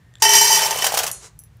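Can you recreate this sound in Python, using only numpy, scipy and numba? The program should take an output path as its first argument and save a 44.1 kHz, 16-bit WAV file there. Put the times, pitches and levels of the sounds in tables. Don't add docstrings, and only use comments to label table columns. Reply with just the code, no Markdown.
import sys
import numpy as np
from scipy import signal
from scipy.fft import rfft, irfft, next_fast_len
from scipy.io import wavfile
from numba import njit

SR = 44100
rng = np.random.default_rng(int(sys.argv[2]) if len(sys.argv) > 2 else 0)


def gain_from_db(level_db):
    decades = np.asarray(level_db, float) / 20
    return 10 ** decades


def inscribe(sig):
    pcm = np.round(np.clip(np.atleast_2d(sig).T, -1, 1) * 32767)
    wavfile.write(sys.argv[1], SR, pcm.astype(np.int16))


N = 70560


def rms_one(x):
    return x / np.sqrt(np.mean(x ** 2) + 1e-20)


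def in_time(rows):
    s, *columns = np.transpose(rows)
    return [np.interp(np.arange(N) / SR, s, column) for column in columns]


def filtered(x, order, hz, kind="high"):
    return signal.sosfilt(signal.butter(order, hz, kind, fs=SR, output="sos"), x)


def coloured(x, points):
    hz, db = np.transpose(points)
    grid = np.maximum(np.fft.rfftfreq(N, 1 / SR), 1)
    return irfft(rfft(x) * gain_from_db(np.interp(np.log(grid), np.log(hz), db)), N)


def clicks_at(s, db):
    out = np.zeros(N)
    np.add.at(out, (np.asarray(s) * SR).astype(int), gain_from_db(np.asarray(db)))
    return out


def burst(s, db, t60):
    return signal.lfilter([1], [1, -gain_from_db(-60 / (t60 * SR))], clicks_at(s, db))


def ring(clicks, hz, t60):
    r = gain_from_db(-60 / (max(t60, .002) * SR))
    w = 2 * np.pi * hz / SR
    return signal.lfilter([0, np.sin(w)], [1, -2 * r * np.cos(w), r * r], clicks + 1e-18)


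# pitch_hz, level_db (per Hz)
ROOM_NOISE = [(26, -38), (45, -4), (138, -7.5), (241, -25.5), (487, -30.5), (1600, -35.5), (1770, -34),
              (1900, -36), (15000, -53)]
# pitch_hz, level_db
HUM = [(59, -57), (117, -54.5)]


def background():
    lines = sum(gain_from_db(db) * rms_one(ring(rng.standard_normal(N), hz, 0.65)) for hz, db in HUM)
    squeak_hz, squeak_db, squeak_end_s = 1840, -66.5, 0.33
    squeak = gain_from_db(squeak_db) * rms_one(ring(rng.standard_normal(N), squeak_hz, 0.033))
    squeak = squeak * (np.arange(N) < squeak_end_s * SR)
    noise = filtered(coloured(rng.standard_normal(N), ROOM_NOISE), 3, 48)
    hiss = gain_from_db(-80.5) * rng.standard_normal(N)
    return lines + squeak + hiss + gain_from_db(-51.5) * rms_one(noise)


def kitchen(x):
    room_t60_s, wall_cut_hz = 0.3, 2200
    size = next_fast_len(N + SR)
    w = 2 * np.pi * np.fft.rfftfreq(size)
    dull = 1 / (1 + 1j * w * SR / (2 * np.pi * wall_cut_hz)) ** .5
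    echoes = 0
    for k, lag in enumerate(rng.uniform(.009, .035, 10) * SR):
        one_round = gain_from_db(-60 * lag / SR / room_t60_s) * dull * np.exp(-1j * w * lag)
        echoes = echoes + (-1) ** k * one_round / (1 - one_round)
    return irfft(rfft(x, size) * echoes, size)[:N]


# start_s, level_db, bare_steel_share_db
POUR = [(.225, -9, -10), (.28, -20, 6.5), (.36, -11.5, 3.5), (.44, -20, 12), (.492, -18, 6),
        (.54, -16.5, 11.5), (.6, -14.5, 2), (.66, -16, 5.5), (.7, -21, -3), (.79, -20.5, -6),
        (.85, -18.5, 9.5), (.915, -24, 2.5), (.98, -20.5, -27), (1.05, -25, -6), (1.11, -31.5, -2.5)]
POUR_START_S, POUR_END_S = POUR[0][0], POUR[-1][0]
CHOKE_DB_PER_S = 19.5


def shower(per_s, spread_db):
    t = np.arange(N) / SR
    sizes = gain_from_db(spread_db * np.minimum(rng.exponential(1, N), 4)) * rng.choice([-1, 1], N)
    hits = rms_one(sizes * (rng.random(N) < per_s / SR))
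    return hits * ((t > POUR_START_S) & (t < POUR_END_S))


def stand():
    stand_hz, stand_t60_s, stand_db = 173, 0.19, -53.5
    shake = shower(200, 1.1) * gain_from_db(.5 * in_time(POUR)[0])
    drum = ring(ring(shake, stand_hz, stand_t60_s), stand_hz * 0.85, .04)
    return gain_from_db(stand_db) * rms_one(drum)


# start_s, level_db
BRUSH = [
    (1.15, -45),
    (1.2, -52),
    (1.245, -40.5),
    (1.278, -47),
    (1.31, -80),
    (1.36, -80),
]
# pitch_hz, level_db (per Hz)
BRUSH_COLOUR = [(180, -49.5), (300, -0.5), (486, -6), (603, -12), (1080, -8.5), (3640, -14.5), (7200, -4),
                (16000, -31)]
# pitch_hz, level_db, ring_t60_s
SCRAPE = [(1380, -12, 0.042), (4070, -4.5, 0.045), (7150, -6.5, 0.065), (7400, -1, 0.06), (8450, -10, .05),
          (9600, -4, 0.066)]


def brush():
    t = np.arange(N) / SR
    away_s, gone_s = BRUSH[0][0], BRUSH[-1][0]
    gate = np.interp(t, [away_s - .04, away_s, gone_s, gone_s + 0.071], [0, 1, 1, 0])
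    slide_s, slide_db = .198, -57
    slide_times = [slide_s, slide_s + 0.0042, POUR_START_S, POUR_START_S + .01]
    slide = gain_from_db(slide_db) * np.interp(t, slide_times, [0.065, 3.6, 3.4, 0.065])
    rustle = rng.standard_normal(N) * gain_from_db(2.2 * rng.standard_normal(N))
    woken = sum(gain_from_db(db) * rms_one(ring(rustle, hz, t60)) for hz, db, t60 in SCRAPE)
    rub = rms_one(coloured(rustle, BRUSH_COLOUR))
    return gate * gain_from_db(in_time(BRUSH)[0]) * (rub + 0.23 * woken) + slide * rub


TWINS = [(1, 1), (1.006, .5), (.991, .3)]


def ticks(rows, modes, level_db, crack_db, crack_t60_s, crack_hz):
    s, db = np.transpose(rows)
    out = 0
    for hz, mode_db, t60 in modes:
        for ratio, share in TWINS:
            uneven_db = rng.normal(0, 3.6, len(s))
            knocks = clicks_at(s, db + level_db + mode_db + uneven_db)
            out = out + ring(knocks, hz * ratio, t60 * share)
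    out = filtered(out, 4, modes[0][0] * .85)
    crack = filtered(rng.standard_normal(N), 2, [crack_hz, min(crack_hz * 2, 18000)], "band")
    return out + burst(s, db + crack_db, crack_t60_s) * rms_one(crack)


# start_s, peak_db
FIRST_TICKS = [
    (0.1391, -41.5),
    (0.1545, -27.5),
    (0.1844, -44.5),
]
LAST_TICK = [
    (1.1144, -17.5),
]
LATE_TICKS = [
    (1.3904, -24.5),
    (1.3979, -32.5),
    (1.4176, -42),
    (1.4371, -30),
]
DULL_TICK = [
    (1.569, -49.5),
]
# pitch_hz, level_db, ring_t60_s
FULL_CUP = [(1700, -6, .015), (3500, 0, .012), (7340, 0, .015)]
TIPPED_CUP = [(4274, -21, .5), (5300, -16, .1), (5819, -14, .35), (5990, -9, .12), (6218, -11, .35),
              (6896, -4, .3), (7450, -8, .2), (8150, -13, .25), (8333, -9, .3), (8570, -8, .16),
              (9534, 0, .15), (10100, -12, .25), (10670, -8, .1), (11700, -3, .08), (12370, -4, .09)]
EMPTY_CUP = [(5965, -13, .1), (7020, -22, .08), (8506, -11, .05), (9722, -15, .04), (10990, 0, .12),
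             (13100, -8, .13), (15130, -10, .07)]
DULL_CUP = [(9700, 0, .02), (12600, 0, .03), (15000, 0, .02)]


def cup():
    first = ticks(FIRST_TICKS, FULL_CUP, -17, -10, 0.0043, crack_hz=3200)
    last = ticks(LAST_TICK, TIPPED_CUP, -14.5, -16, 0.078, crack_hz=6260)
    late = ticks(LATE_TICKS, EMPTY_CUP, -20.5, -18, 0.031, crack_hz=7400)
    dull = ticks(DULL_TICK, DULL_CUP, -20, -8, .02, crack_hz=9000)
    return first + last + late + dull


def grains(clicks, cycles, count=44):
    dealt = rng.integers(0, count, N)
    out = 0
    for k, hz in enumerate(np.linspace(20, 125, count) ** 2):
        out = out + ring(clicks * (dealt == k), hz, min(cycles / hz, .02)) * np.sqrt(hz / 3000)
    return out


# pitch_hz, level_db (per Hz)
CRUNCH = [(120, -61), (200, -9), (735, 3), (2290, -6.5), (3070, -2), (3560, -9), (6170, -3.5),
          (14100, -10.5), (16000, -10)]


def crunch():
    crumbs_per_s, crumb_spread_db, crumb_cycles, crunch_db = 7200, 2.5, 64, -8.5
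    crumbs = grains(shower(crumbs_per_s, crumb_spread_db), crumb_cycles)
    full = rms_one(coloured(crumbs, CRUNCH))
    bright = filtered(full, 2, 1200)
    heap = np.clip((np.arange(N) / SR - POUR_START_S) / 0.45, 0, 1)
    return (heap * full + (1 - heap) * bright) * gain_from_db(in_time(POUR)[0] + crunch_db)


# start_s, bright_snap_db, hollow_thud_db
LANDINGS = [(0.759, -18, -24), (0.785, -6, -46), (0.843, 4, -17.5), (0.865, 2.5, -22), (0.901, -24, -30),
            (0.921, -9, -19.5), (0.94, -4, -16), (0.945, -9.5, -37.5), (0.973, 3, -21.5), (0.988, 1, -24),
            (1.003, -36, -20.5), (1.033, -4, -31), (1.04, -15, -24.5), (1.065, -4, -36), (1.077, -11, -57)]


def landings():
    thud_hz, thud_t60_s, snap_t60_s = 776, 0.02, 0.056
    knock_db, knock_t60_s = -14.5, 0.0022
    s, snap_db, thud_db = np.transpose(LANDINGS)
    soft = signal.lfilter([.15], [1, -.85], clicks_at(s, thud_db + 4.5))
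    thud = ring(soft, thud_hz, thud_t60_s)
    thud = thud + 0.44 * ring(soft, thud_hz * 1.055, thud_t60_s)
    thud = thud - 0.27 * ring(soft, thud_hz * 0.568, thud_t60_s)
    snaps = rng.standard_normal(N) * gain_from_db(3.8 * rng.standard_normal(N))
    bright = filtered(coloured(snaps, CRUNCH), 1, 1500)
    swell = signal.lfilter([.02], [1, -.98], burst(s, snap_db - 14, snap_t60_s))
    knock = burst(s, np.maximum(snap_db, -14) + knock_db, knock_t60_s)
    return thud + (swell + knock) * rms_one(bright)


# start_s, deep_db, middle_db, bright_db
GONGS = [(0.22, -28.5, -10, -23), (.2514, -25.5, -19.5, -17), (.2913, -41, -15, -22.5),
         (.318, -27, -49, -44), (.346, -55, -12, -30), (0.3666, -33.5, -40, -11), (.411, -30, -10.5, -20.5),
         (0.444, -36.5, -39.5, -30.5), (0.502, -42, -8.5, -26), (.521, -31.5, -27, -12.5),
         (.572, -43, -14, -31.5), (.615, -34, -14, -17.5), (0.657, -61, -16.5, -45),
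         (0.7075, -32.5, -13, -32), (0.754, -65, -41, -29), (.786, -62, -31, -22), (.801, -59, -48, -37),
         (.819, -35, -46, -17.5), (.865, -59, -35, -24), (.921, -58, -53, -32), (.989, -58, -51, -42)]
GONG_HZ = (413, 887, 3043)
GONG_T60_S = (0.52, 0.19, 0.26)
# pitch_hz, level_db, ring_t60_s
PARTNERS = [(674, -1.5, 0.2), (2690, -3, 0.25), (4151, -0.5, .4), (4975, -1.5, 0.26), (5620, 13, 0.24)]


def gongs():
    rise_s, slip_rad = .003, .15
    s, *tones_db = np.transpose(GONGS)
    t = np.arange(N) / SR
    load = np.cumsum(gain_from_db(CHOKE_DB_PER_S * np.maximum(t - POUR_START_S, 0))) / SR
    tones = list(zip(GONG_HZ, GONG_T60_S, tones_db))
    tones += [(hz, t60, tones_db[0] + db) for hz, db, t60 in PARTNERS]
    keep = np.exp(-1 / (rise_s * SR))
    out = 0
    for hz, t60, db in tones:
        lost = np.minimum(np.log(1000) * load / max(t60, .1), 600)
        phase = slip_rad * np.cumsum(rng.standard_normal(len(s)))
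        strikes = np.zeros(N, complex)
        strikes[(s * SR).astype(int)] = gain_from_db(db) * np.exp(1j * phase)
        height = np.cumsum(strikes * np.exp(lost)) * np.exp(-lost)
        height = signal.lfilter([1 - keep], [1, -keep], height)
        out = out + (height * np.exp(2j * np.pi * hz * t)).imag
    hollow_hz, hollow_db, hollow_t60_s = 815, -42.5, 0.24
    return out + ring(clicks_at([LAST_TICK[0][0] - .03], [hollow_db]), hollow_hz, hollow_t60_s)


@njit
def loaded_ring(clicks, turns, losses, gains, choke):
    out = np.zeros(len(clicks))
    for k in range(len(turns)):
        state = 0j
        for i in range(len(clicks)):
            kept = 1 - losses[k] * choke[i]
            state = state * turns[k] * kept + clicks[i] * gains[k, i >> 5]
            out[i] += state.imag
    return out


# start_s, peak_db, low_wall_weight_db
CLANGS = [(0.222, 6.5, -3), (0.2514, -1, 11.5), (0.2913, 4, 0), (0.3357, 5, 2.5), (0.3534, 6, -10),
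          (0.3673, -1, -6), (0.4116, 2, -3.5), (0.5067, -7.5, 3.5), (0.5212, -8.5, 5.5), (0.7083, -2, 4),
          (0.821, -4, 9)]
# pitch_hz, width_hz, level_db
WALL = [(901, 8, -18), (937, 14, -10), (1826, 14, -6.5), (1862, 8, -11), (1914, 6.8, -11.5),
        (1960, 6.7, -10.5), (2288, 2, -11), (2665, 6, -14), (3000, 8, -9), (3097, 8, -10)]
# pitch_hz, level_db
BOWL = [(3658, -18), (4151, -11), (4840, -3.5), (4946, -9), (5383, -2.5), (5419, -26), (5650, -4),
        (5600, -5.5), (5737, 1), (5970, -15.5), (6123, -1), (6240, -17), (6290, -4.5), (4720, -11),
        (6480, -11)]
# pitch_hz, spread_hz, level_db
RIM = [(6380, 60, -11), (6730, 52, -1), (6610, 19, -12), (7480, 18, 3.5), (7460, 74, 0), (8550, 45, 1.5),
       (9310, 21, -12), (9560, 11, 0.5), (11050, 33, -1), (10970, 200, -10.5), (12320, 190, -3),
       (12600, 87, -3.5), (14100, 86, 0), (15100, 130, -25)]


def bowl_modes():
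    modes = [(hz, 9.9, db) for hz, db in BOWL]
    rim_width_hz, rim_scatter_hz, rim_db = 10, 74, -9
    for hz, spread, db in RIM:
        for k in (-1, 0, 1):
            shift_hz = (spread + rim_scatter_hz) * k * rng.uniform(1.0, 2.1)
            modes.append((hz + shift_hz, rim_width_hz, db + rim_db - 4.7 * abs(k)))
    minor_width_hz, minor_db = 110, -21.5
    minor_hz = np.linspace(1100, 15700, num=70) + rng.uniform(-100, 80, size=70)
    return modes + [(hz, minor_width_hz, minor_db) for hz in minor_hz]


def steel():
    pieces_per_s, piece_spread_db, steel_db, fade_db_per_s = 900, 3.0, -38, -6
    level_db, share_db = in_time(POUR)
    age = np.maximum(np.arange(N) / SR - POUR_START_S, 0)
    rain = shower(pieces_per_s, piece_spread_db)
    rain = rain * gain_from_db(level_db + share_db + fade_db_per_s * age + steel_db)
    rain = rain * np.minimum(age / 0.12, 1)
    s, peak_db, low_db = np.transpose(CLANGS)
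    choke = gain_from_db(CHOKE_DB_PER_S * age)
    out = 0
    for modes, extra_db, rain_db in ((WALL, low_db, -1), (bowl_modes(), 0, 0)):
        hz, width, db = np.transpose(modes)
        shape = (len(hz), N // 32 + 1)
        mode_db = (db + 10 * np.log10(width / 10))[:, None]
        gains = gain_from_db(mode_db + 2.6 * rng.standard_normal(shape)) * rng.choice([-1, 1], shape)
        hits = rain * gain_from_db(rain_db) + clicks_at(s, peak_db + extra_db - 21)
        turns, losses = np.exp(2j * np.pi * hz / SR), np.pi * width / SR
        out = out + loaded_ring(hits, turns, losses, gains, choke)
    return out + burst(s, peak_db - 18.5, 0.017) * rng.standard_normal(N)


def scene():
    near = brush() + cup() + crunch() + landings() + gongs() + steel()
    near = filtered(near, 4, 340)
    return (near + gain_from_db(-15) * kitchen(near) + stand() + background())[None]


def low_pass(x):
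    return signal.sosfilt(signal.butter(12, 16560, fs=SR, output="sos"), x)


def record(dry):
    held = dry / (1 + (dry / .8) ** 4) ** (1 / 4)
    held = filtered(held, 2, 42)
    mix = signal.sosfilt(signal.cheby2(14, 60, 16250, fs=SR, output="sos"), held)
    return low_pass(mix)


dry = scene()
out = record(dry)
inscribe(out)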